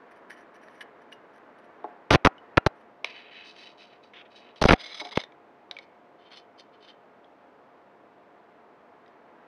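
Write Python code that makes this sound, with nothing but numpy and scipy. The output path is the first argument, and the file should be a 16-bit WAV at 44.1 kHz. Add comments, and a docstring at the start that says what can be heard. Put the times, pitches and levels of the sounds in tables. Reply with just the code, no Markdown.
"""Hands uncoil a twisted wire saw with plastic ring handles over a wooden table, under a small camera.
Over room air and a faint fan whine, skin rubs and the coil crackles and ticks. The table is bumped (1.8 s)
and the springy wire lashes the camera (2.1 s). The wire twangs (3 s) and strands rasp as the loops open;
a handle chafes in its link (4.1 s). The wire lashes again (4.6 s), drags along the housing and rattles
off it (5.05 s). The loop brushes the table (5.7 s); a few faint ticks and hand movements follow."""
import sys
import numpy as np
from scipy import signal
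from scipy.fft import rfft, irfft
from scipy.io import wavfile

SR = 44100
rng = np.random.default_rng(int(sys.argv[2]) if len(sys.argv) > 2 else 0)


def digitize_waveform(pressure):
    """Quantize a signal to 16-bit integers and store it at the path in sys.argv[1].

    Rows of a 2-D input are taken as channels; values are limited to [-1, 1].
    """
    field = np.atleast_2d(pressure).T
    bounded = np.clip(field, -1, 1)
    quanta = np.round(bounded * 32767).astype(np.int16)
    wavfile.write(sys.argv[1], SR, quanta)


N = 417627
TIME_S = np.arange(N) / SR

# Source spectra. Each row: frequency in Hz, relative spectral density in dB.
AIR_SPECTRUM = [(15, -78), (25, -40.5), (141, -13), (174, -13.5), (204, -7), (353, -3.5), (393, -4.5),
                (436, -4), (663, -3.5), (718, -4.5), (776, -3.5), (885, -5.5), (2050, -18), (6330, -43.5),
                (9000, -53), (13200, -54.5)]
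HAND_SPECTRUM = [(100, -19.5), (250, 6.5), (600, 5.5), (1100, 3), (1800, -0.5), (2600, -13), (5000, -32),
                 (9000, -48)]
COIL_SPECTRUM = [(1000, -14), (1700, 25), (3000, 2.5), (4500, -0.5), (5800, -3), (7000, -28), (8200, -17),
                 (9200, -0.5), (10500, -10.5), (12300, -11), (13500, -27)]
CRACK_SPECTRUM = [(290, -49.5), (500, -2), (1250, -7), (2220, 2), (2660, -18), (2920, -3.5), (3790, 2),
                  (4290, -13.5), (5060, -11.5), (6100, -17.5), (7120, -41), (9890, -33), (13200, -48.5)]
LASH_SPECTRUM = [(25, 7.5), (300, 5), (750, 1.5), (1000, -4), (1600, -10), (3100, -16), (4900, -25),
                 (6200, -29.5), (7200, -48), (9600, -43.5), (11500, -48), (13200, -70)]
UNWIND_SPECTRUM = [(700, -29.5), (1300, -7.5), (1800, 6), (2500, 5), (3050, -1), (3400, 1.5), (4000, -6),
                   (5000, -14.5), (6200, -21.5), (7100, -40.5), (9000, -36), (13000, -54)]
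CHAFE_SPECTRUM = [(500, -35.5), (1200, -9), (1700, -2.5), (2600, 0), (3600, 0), (4000, -14), (6000, -21.5),
                  (7200, -42), (12000, -47)]
DRAG_SPECTRUM = [(88, -34), (150, -26.5), (210, -22), (546, -20.5), (611, 0), (780, -32.5), (856, -11),
                 (1530, -13.5), (2140, -5), (2540, -12.5), (3760, -8.5), (5070, -20), (7110, -48),
                 (9070, -36.5), (13200, -60)]
SWEEP_SPECTRUM = [(1200, 1.5), (2200, 4.5), (3100, -2), (4500, -2), (6000, -19.5), (7000, -35), (9500, -29),
                  (12000, -49), (14000, -51)]

# Resonances. Each row: frequency in Hz, T60 in seconds, gain at the peak in dB.
COIL_MODES = [(3020, 0.046, 17.5), (4840, .015, 3), (5770, 0.026, 14.5), (6200, 0.012, 11),
              (9060, 0.029, 3), (10800, .02, 7), (12400, 0.016, 8)]
TABLE_MODES = [(320, 0.035, 1.5), (419, 0.16, 4), (626, 0.12, -0.5), (719, 0.16, 10.5), (842, 0.018, -1.5),
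               (1123, 0.04, -17.5)]
HOUSING_MODES = [(610, 0.087, -19.5), (1260, 0.094, -26), (1390, .04, -11), (2520, 0.025, -11.5),
                 (2813, 0.087, -13.5), (4000, 0.069, -16), (4750, .025, -10)]
UNWIND_MODES = [(2577, 0.057, 11.5), (2770, 0.06, 5), (3005, 0.031, 13.5), (3890, .03, 13),
                (4513, 0.025, 7), (4960, 0.037, 0)]
DRAG_MODES = [(610, .06, -6.5), (1298, .04, 0), (2220, .04, 10.5), (3440, 0.0083, 6.5), (3950, .025, 10),
              (4990, 0.016, 14.5), (6130, 0.024, 23.5)]
SWEEP_MODES = [(3100, 0.039, 23), (3530, 0.023, 14.5), (4240, 0.04, 7), (4380, 0.024, -1), (5010, 0.033, 9),
               (6000, 0.014, 10.5)]

# Fan tones. Each row: frequency in Hz, rms level in dB.
FAN_TONES = [(430, -71.5), (706.5, -65), (8000, -107)]
# Skin and sleeve movement. Each row: time in seconds, relative level in dB.
HAND_LEVELS = [(0, -56.5), (1.3, -59), (1.75, -57), (1.9, -57), (2.05, -61.5), (2.55, -57.5), (2.9, -64),
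               (3.2, -92.5), (8.8, -67), (9.45, -60.5)]
# Coil shifting in the fingers. Each row: start in seconds, length in seconds, level in dB.
COIL_SHIFTS = [(0.106, 0.014, -73.5), (0.151, 0.023, -76.5), (.295, .04, -64.5), (0.361, .06, -72.5),
               (.54, 0.028, -74.5), (0.61, .19, -76), (0.806, 0.0047, -54.5), (1.013, .012, -77),
               (1.115, 0.019, -63.5), (1.33, 0.056, -79.5), (1.582, .01, -76.5), (1.637, 0.013, -79),
               (2.753, .07, -84.5)]
# Small knocks. Each row: start in seconds, peak in dB, ring in Hz, T60 in seconds, crack-to-ring in dB.
TICKS = [(0.684, -40.5, 1800, 0.016, -19), (0.8098, -32, 2970, 0.054, -1), (1.125, -36.5, 2870, 0.041, -14),
         (1.8412, -45.5, 2060, .03, -6), (2.381, -43.5, 2960, 0.047, -6),
         (3.0451, -13.5, 2310, 0.0065, -16.5), (4.136, -39.5, 2240, .01, -21), (4.56, -43, 3240, .03, -9),
         (5.3213, -46, 2290, .03, -6), (5.7119, -20.5, 3780, 0.0087, -10), (5.7668, -31, 2300, .027, -12),
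         (5.7874, -30.5, 2225, 0.031, -3), (7.2439, -50.5, 3303, 0.022, -10),
         (9.0618, -50.5, 1880, .02, -3), (9.079, -51, 4920, .02, 6)]
# Knocks on the table, and the low body of the wire's twang at 3.04 s.
# Each row: start in seconds, peak in dB, skid decay in seconds.
BUMPS = [(1.843, -21, 0.0073), (3.041, -33.5, 0.004), (5.014, -29, 0.0097), (5.05, -32.5, 0.016),
         (5.124, -38, 0.0032), (5.71, -40, 0.0031)]
# Wire hitting the camera. Each row: start in seconds, bounce count, thump in dB, clang in dB,
# clang centre in Hz, low cut in Hz.
LASHES = [(2.11, 3, -21, -17.5, 1874, 19), (2.127, 3, -19, -23.5, 1440, 20),
          (2.1407, 5, -15, -19.5, 1886, 30), (2.2521, 2, -18, -17.5, 1850, 10),
          (2.2633, 1, -14.5, -15, 1230, 9), (2.274, 1, -17, -15, 1160, 10), (2.576, 2, -13, -15, 1950, 43),
          (2.667, 2, -14, -16.5, 1400, 35), (4.619, 3, -21, -21.5, 1073, 30),
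          (4.6428, 1, -18.5, -15, 1475, 20), (4.6562, 2, -11.5, -26, 1800, 8.8),
          (4.689, 3, -16.5, -16.5, 1700, 40), (4.711, 1, -12, -12.5, 1720, 7),
          (4.7208, 1, -10.5, -20.5, 1440, 10), (4.727, 1, -20, -27.5, 1160, 30),
          (4.7356, 2, -12, -19, 2200, 11), (5.1767, 1, -12.5, -20.5, 2260, 190)]
# Sliding strokes. Each row: start in seconds, length in seconds, level in dB, relative treble in dB.
UNWIND_STROKES = [(3.045, 0.054, -46.5, -11), (3.135, 0.072, -51, -14.5), (3.235, 0.056, -53, -25),
                  (3.305, 0.13, -49.5, -16), (3.44, 0.069, -57, 0.5), (3.555, 0.13, -55, -2.5),
                  (3.772, 0.067, -57, -3), (3.895, 0.041, -60.5, -12), (4.025, 0.015, -67, 2),
                  (4.3, 0.0517, -67, -2), (4.35, 0.035, -60, 1.5), (4.4, .1, -60.5, -16),
                  (4.555, 0.012, -57.5, -1)]
CHAFE_STROKES = [(4.134, .08, -51.5, -22), (4.25, .016, -58.5, -24)]
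DRAG_STROKES = [(4.665, 0.049, -36, -3.5), (4.745, 0.066, -56, -11), (4.789, 0.086, -43.5, -5.5),
                (4.873, .06, -47.5, -8), (4.938, 0.079, -42.5, -4), (5.04, 0.037, -51, -3),
                (5.113, 0.0098, -42, -6), (5.15, 0.011, -34.5, -9), (5.185, 0.021, -40, -10)]
SWEEP_STROKES = [(5.71, .06, -70, -2), (5.805, 0.025, -64.5, 0.5), (6.18, 0.08, -68, -14),
                 (6.24, 0.041, -61, -17), (6.3, 0.046, -51.5, -10), (6.35, 0.037, -55.5, -0.5),
                 (6.573, .033, -59, 1), (6.72, 0.026, -64, -12), (6.8, 0.11, -60.5, -9),
                 (6.865, 0.034, -55.5, -9)]
# Room decay. Each row: frequency in Hz, T60 in seconds.
ROOM_DECAY = [(200, 0.13), (1000, 1), (4000, 0.15), (12000, 0.099)]


def amp(db):
    """Decibels to gain."""
    return 10 ** (np.asarray(db) / 20)


def unit_rms(x):
    """Scales to rms 1."""
    return x / np.sqrt(np.mean(x ** 2) + 1e-30)


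def lookup(table, hz):
    """Interpolates on a log-frequency axis."""
    table_hz, values = np.transpose(table)
    return np.interp(np.log(hz + 1), np.log(table_hz + 1), values)


def add(mix, start_s, sound):
    """Mixes a sound in at start_s."""
    part = mix[max(round(start_s * SR), 0):][:len(sound)]
    part += sound[:len(part)]


def colour(x, spectrum, size=2048):
    """Minimum-phase filter with the given spectrum."""
    hz = abs(np.fft.fftfreq(size, 1 / SR))
    log_gain = np.log(amp(np.maximum(lookup(spectrum, hz), -100)))
    taps = np.fft.ifft(np.exp(np.conj(signal.hilbert(log_gain)))).real
    return signal.oaconvolve(x, taps[:size // 2])[:len(x)]


def band(x, low_hz, high_hz):
    """Butterworth band-pass."""
    return signal.sosfilt(signal.butter(4, [low_hz, high_hz], "band", fs=SR, output="sos"), x)


def ringing(x, modes):
    """Response of damped modes driven by x."""
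    out = np.zeros(len(x))
    for hz, t60_s, db in modes:
        radius = np.exp(-np.log(1000) / (t60_s * SR))
        pole = radius * np.exp(2j * np.pi * hz / SR)
        out += amp(db) * 2 * signal.lfilter([1 - radius], [1, -pole], x + 1e-18).real
    return out


def stroke(t, start_s, length_s, attack_s, release_s):
    """Envelope of one slide: speeds up, holds, dies away."""
    rise = np.clip((t - start_s) / attack_s, 0, 1)
    return rise * np.exp(-np.clip((t - start_s - length_s) / release_s, 0, 20))


def slips(samples, per_s, spread_db, clump_db, clump_s, hiss):
    """Stick-slip friction: uneven clicks over a smooth rub, in clumps."""
    sizes = amp(spread_db * np.minimum(rng.exponential(1, samples), 3.5))
    clicks = sizes * rng.choice([-1, 1], samples) * (rng.random(samples) < per_s / SR)
    rub = unit_rms(clicks) + hiss * rng.standard_normal(samples)
    t = np.arange(samples) / SR
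    knots_s = np.arange(0, t[-1] + clump_s, clump_s)
    return rub * amp(clump_db * np.interp(t, knots_s, rng.uniform(-1.5, 1, len(knots_s))))


def scrape(strokes, spectrum, modes, per_s, clump_db, attack_s, release_s, detune=0.023):
    """Surfaces catch and slip; any modes are retuned slightly for each stroke."""
    t, out = np.arange(16384) / SR, np.zeros(N)
    highpass = signal.butter(4, 4200, "high", fs=SR, output="sos")
    for start_s, length_s, db, treble_db in strokes:
        rub = slips(len(t), per_s, spread_db=2, clump_db=clump_db, clump_s=.009, hiss=.6)
        retuned = [(hz * (1 + detune * rng.uniform(-0.82, 1)), *rest) for hz, *rest in modes]
        rub = colour(rub + ringing(rub, retuned), spectrum)
        treble = signal.sosfiltfilt(highpass, rub)
        body = (rub - treble) / np.std(band(rub, 2000, 4200))
        gain = amp(db) * stroke(t, 0, length_s, attack_s, release_s)
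        add(out, start_s, gain * (body + amp(treble_db) * unit_rms(treble)))
    return out


def room_air(rms_db=-56):
    """Steady air noise."""
    return amp(rms_db) * unit_rms(colour(rng.standard_normal(N), AIR_SPECTRUM, size=8192))


def fan_whine(waver_hz=1.5):
    """Faint fan tones, each wavering in pitch."""
    knots_s, out = np.arange(0, TIME_S[-1] + 1, .1), np.zeros(N)
    for hz, db in FAN_TONES:
        drift_hz = waver_hz * np.interp(TIME_S, knots_s, rng.standard_normal(len(knots_s)))
        out += amp(db) * np.sqrt(2) * np.sin(2 * np.pi * np.cumsum(hz + drift_hz) / SR)
    return out


def hands(trim_db=-1):
    """Soft, dull friction of skin and cloth."""
    rub = colour(slips(N, per_s=1500, spread_db=2, clump_db=1, clump_s=.03, hiss=1), HAND_SPECTRUM)
    gain = amp(trim_db + np.interp(TIME_S, *np.transpose(HAND_LEVELS)))
    return gain * rub / np.std(band(rub, 660, 2200))


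def coil_crackle(attack_s=.006, release_s=.009):
    """Turns rub in the fingers; each slips on its own and rings its own mode."""
    rub, *turns = [slips(N, per_s=600, spread_db=2.5, clump_db=6, clump_s=.012, hiss=.2)
                   for _ in range(len(COIL_MODES) + 1)]
    tinkle = sum(ringing(turn, [mode]) for turn, mode in zip(turns, COIL_MODES))
    crackle = colour(rub + tinkle, COIL_SPECTRUM)
    gain = sum(amp(db) * stroke(TIME_S, start_s, length_s, attack_s, release_s)
               for start_s, length_s, db in COIL_SHIFTS)
    return gain * crackle / np.std(band(crackle, 4500, 13000))


def tick(peak_db, ring_hz, t60_s, crack_db, crack_s=0.0018, tail_s=0.015, tail_db=-20):
    """A short crack and one ring, pitched by the free length of wire."""
    t = np.arange(4096) / SR
    decay = np.exp(-t / crack_s) + amp(tail_db) * np.exp(-t / tail_s)
    crack = colour(rng.standard_normal(len(t)) * decay, CRACK_SPECTRUM)
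    onset = 1 - np.exp(-(t / 0.00033) ** 2)
    ring = onset * np.sin(2 * np.pi * ring_hz * t) * np.exp(-np.log(1000) * t / t60_s)
    sound = ring + amp(crack_db) * 2 * crack / abs(crack).max()
    return amp(peak_db) * sound / abs(sound).max()


def ticks():
    """Wire, crimps and handles knock together."""
    out = np.zeros(N)
    for start_s, *settings in TICKS:
        add(out, start_s, tick(*settings))
    return out


def bumps(direct_gain=0.38):
    """Soft knocks ring the table top, longer in a skid; one bump is the low body of the wire's twang."""
    t, out = np.arange(8192) / SR, np.zeros(N)
    for start_s, peak_db, skid_s in BUMPS:
        push = rng.standard_normal(len(t)) * np.exp(-t / skid_s)
        bump = band(direct_gain * push + ringing(push, TABLE_MODES), 300, 1280)
        add(out, start_s, amp(peak_db) * bump / abs(bump).max())
    return out


def bounces(gap_s=.0045, jitter_s=.0006, spread_db=4.5, rasp_db=-30.5):
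    """Splits each lash into quick, uneven contacts; the rasp is independent of the lash's force."""
    for start_s, count, thump_db, clang_db, clang_hz, low_cut_hz in LASHES:
        for k in range(round(count)):
            late, pitch, *force = rng.uniform(-1, 1, size=5)
            rebound = min(k, 1)
            contact_s = start_s + k * gap_s + rebound * late * jitter_s
            levels_db = np.array([thump_db, clang_db, rasp_db]) + spread_db * np.array(force)
            yield contact_s, levels_db, clang_hz * np.exp(rebound * 0.57 * pitch), low_cut_hz


def lashes(lead_s=.006, bend_hz=1700, chatter_s=0.0061, chatter_lead_s=.005, stop_s=0.014, size=4096):
    """Wire hits the housing. High bending waves run faster: a falling chirp ends in a thump."""
    hz = np.fft.rfftfreq(size, 1 / SR)
    t = (np.arange(size) - size // 4) / SR
    low = 1 / (1 + (hz / 720) ** 4)
    high = 1 / (1 + (3300 / (hz + 1)) ** 8)
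    zones = np.array([low, np.maximum(1 - low - high, 0), high]) * amp(lookup(LASH_SPECTRUM, hz))
    chatter_gains = np.array([.25, .7, 1.5])[:, None]  # per zone: thump, clang, rasp
    age_s = np.maximum(t + chatter_lead_s, 0)
    touch = (1 - np.exp(-age_s / 0.0005)) * np.exp(-(age_s / stop_s) ** 4)
    out = np.zeros(N)
    for contact_s, levels_db, clang_hz, low_cut_hz in bounces():
        # each contact lands on another spot: own clang, dispersion and mode levels
        clang = amp(7 * np.exp(-(np.log((hz + 1) / clang_hz) / 0.4) ** 2))
        knee_hz = bend_hz * np.exp(rng.uniform(-1, 1))
        modes = [(mode_hz, t60_s, db + rng.uniform(-9, 4)) for mode_hz, t60_s, db in HOUSING_MODES]
        delay_s = -t[0] + lead_s * (1 / np.sqrt(1 + hz / knee_hz) - 1)
        chirp = rng.choice([-1, 1]) * np.exp(-2j * np.pi * (np.cumsum(delay_s) - delay_s[0]) * SR / size)
        # twisted strands chatter over the edge
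        chatter = rng.standard_normal(size) * touch * np.exp(-(age_s / chatter_s) ** 2)
        drive = chirp + chatter_gains * rfft(chatter / np.linalg.norm(chatter))
        low_cut = hz / (hz - 1j * low_cut_hz)
        parts = touch * irfft(zones * clang * drive * low_cut, size)
        gains = np.sqrt(.004 * SR) * amp(levels_db) / np.linalg.norm(parts, axis=1)  # rms over 4 ms
        blow = gains @ parts
        add(out, contact_s + t[0], blow + ringing(blow, modes))
    return out


def unwinding():
    """Strand slides on strand as the loops spring open."""
    return scrape(UNWIND_STROKES, UNWIND_SPECTRUM, UNWIND_MODES,
                  per_s=640, clump_db=1.5, attack_s=.012, release_s=0.033, detune=.008)


def handle_chafe():
    """A handle rubs as it turns in its metal link."""
    return scrape(CHAFE_STROKES, CHAFE_SPECTRUM, modes=[],
                  per_s=2000, clump_db=-2.5, attack_s=0.0027, release_s=.007)


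def housing_drag():
    """Wire catches and slips along the camera housing."""
    return scrape(DRAG_STROKES, DRAG_SPECTRUM, DRAG_MODES,
                  per_s=1600, clump_db=7.5, attack_s=0.0082, release_s=.012)


def rattle(start_s=5.05, gap_s=.0206, jitter_s=0.00207, count=10,
           first_db=-36, rise_db_per_s=22.5, spread_db=2, ring_hz=3810, detune=0.087):
    """The wire's twists skip over the housing's edge in turn, harder as it pulls free."""
    out = np.zeros(N)
    for k, (late, force, pitch) in enumerate(rng.uniform(-1, 1, (count, 3))):
        age_s = k * gap_s + late * jitter_s
        peak_db = first_db + rise_db_per_s * age_s + spread_db * force
        add(out, start_s + age_s, tick(peak_db, ring_hz * (1 + detune * pitch), t60_s=.027, crack_db=-3))
    return out


def table_sweeps():
    """The loop brushes the table as it is laid out."""
    return scrape(SWEEP_STROKES, SWEEP_SPECTRUM, SWEEP_MODES,
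                  per_s=530, clump_db=3.5, attack_s=0.019, release_s=0.014)


def reverb(x):
    """Diffuse tail of a small room, longest in the midrange."""
    hz, t, noise = signal.stft(rng.standard_normal(SR // 2), SR, nperseg=256)
    decay = np.exp(-np.log(1000) * t / lookup(ROOM_DECAY, hz)[:, None])
    tail = signal.istft(noise * decay, SR, nperseg=256)[1]
    return signal.oaconvolve(x, tail / np.linalg.norm(tail))[:N]


def scene():
    """Mono mix. Airborne sound carries the room; sound through the housing is almost dry."""
    saw = coil_crackle() + ticks() + unwinding() + handle_chafe() + rattle() + table_sweeps()
    airborne = band(saw, 250, 14000) + hands() + bumps()  # thin wire radiates no bass
    contact = lashes() + housing_drag()
    echo = reverb(amp(-18) * airborne + amp(-41.5) * band(contact, 300, 6000))
    lowpass = signal.butter(12, 12500, fs=SR, output="sos")
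    handling = signal.sosfilt(lowpass, airborne + contact + echo)
    return (handling + room_air() + fan_whine())[None]


def record(dry, ceiling=.85, notch_hz=759, width_hz=42, cutoff_hz=15700):
    """Camera: soft peak clipping, one narrow notch, band limit."""
    clipped = dry / (1 + (dry / ceiling) ** 4) ** (1 / 4)
    notched = signal.lfilter(*signal.iirnotch(notch_hz, notch_hz / width_hz, SR), clipped)
    lowpass = signal.firwin(511, cutoff_hz, window=("kaiser", 9), fs=SR)
    return signal.oaconvolve(notched, lowpass[None], "same")


dry = scene()
out = record(dry)
digitize_waveform(out)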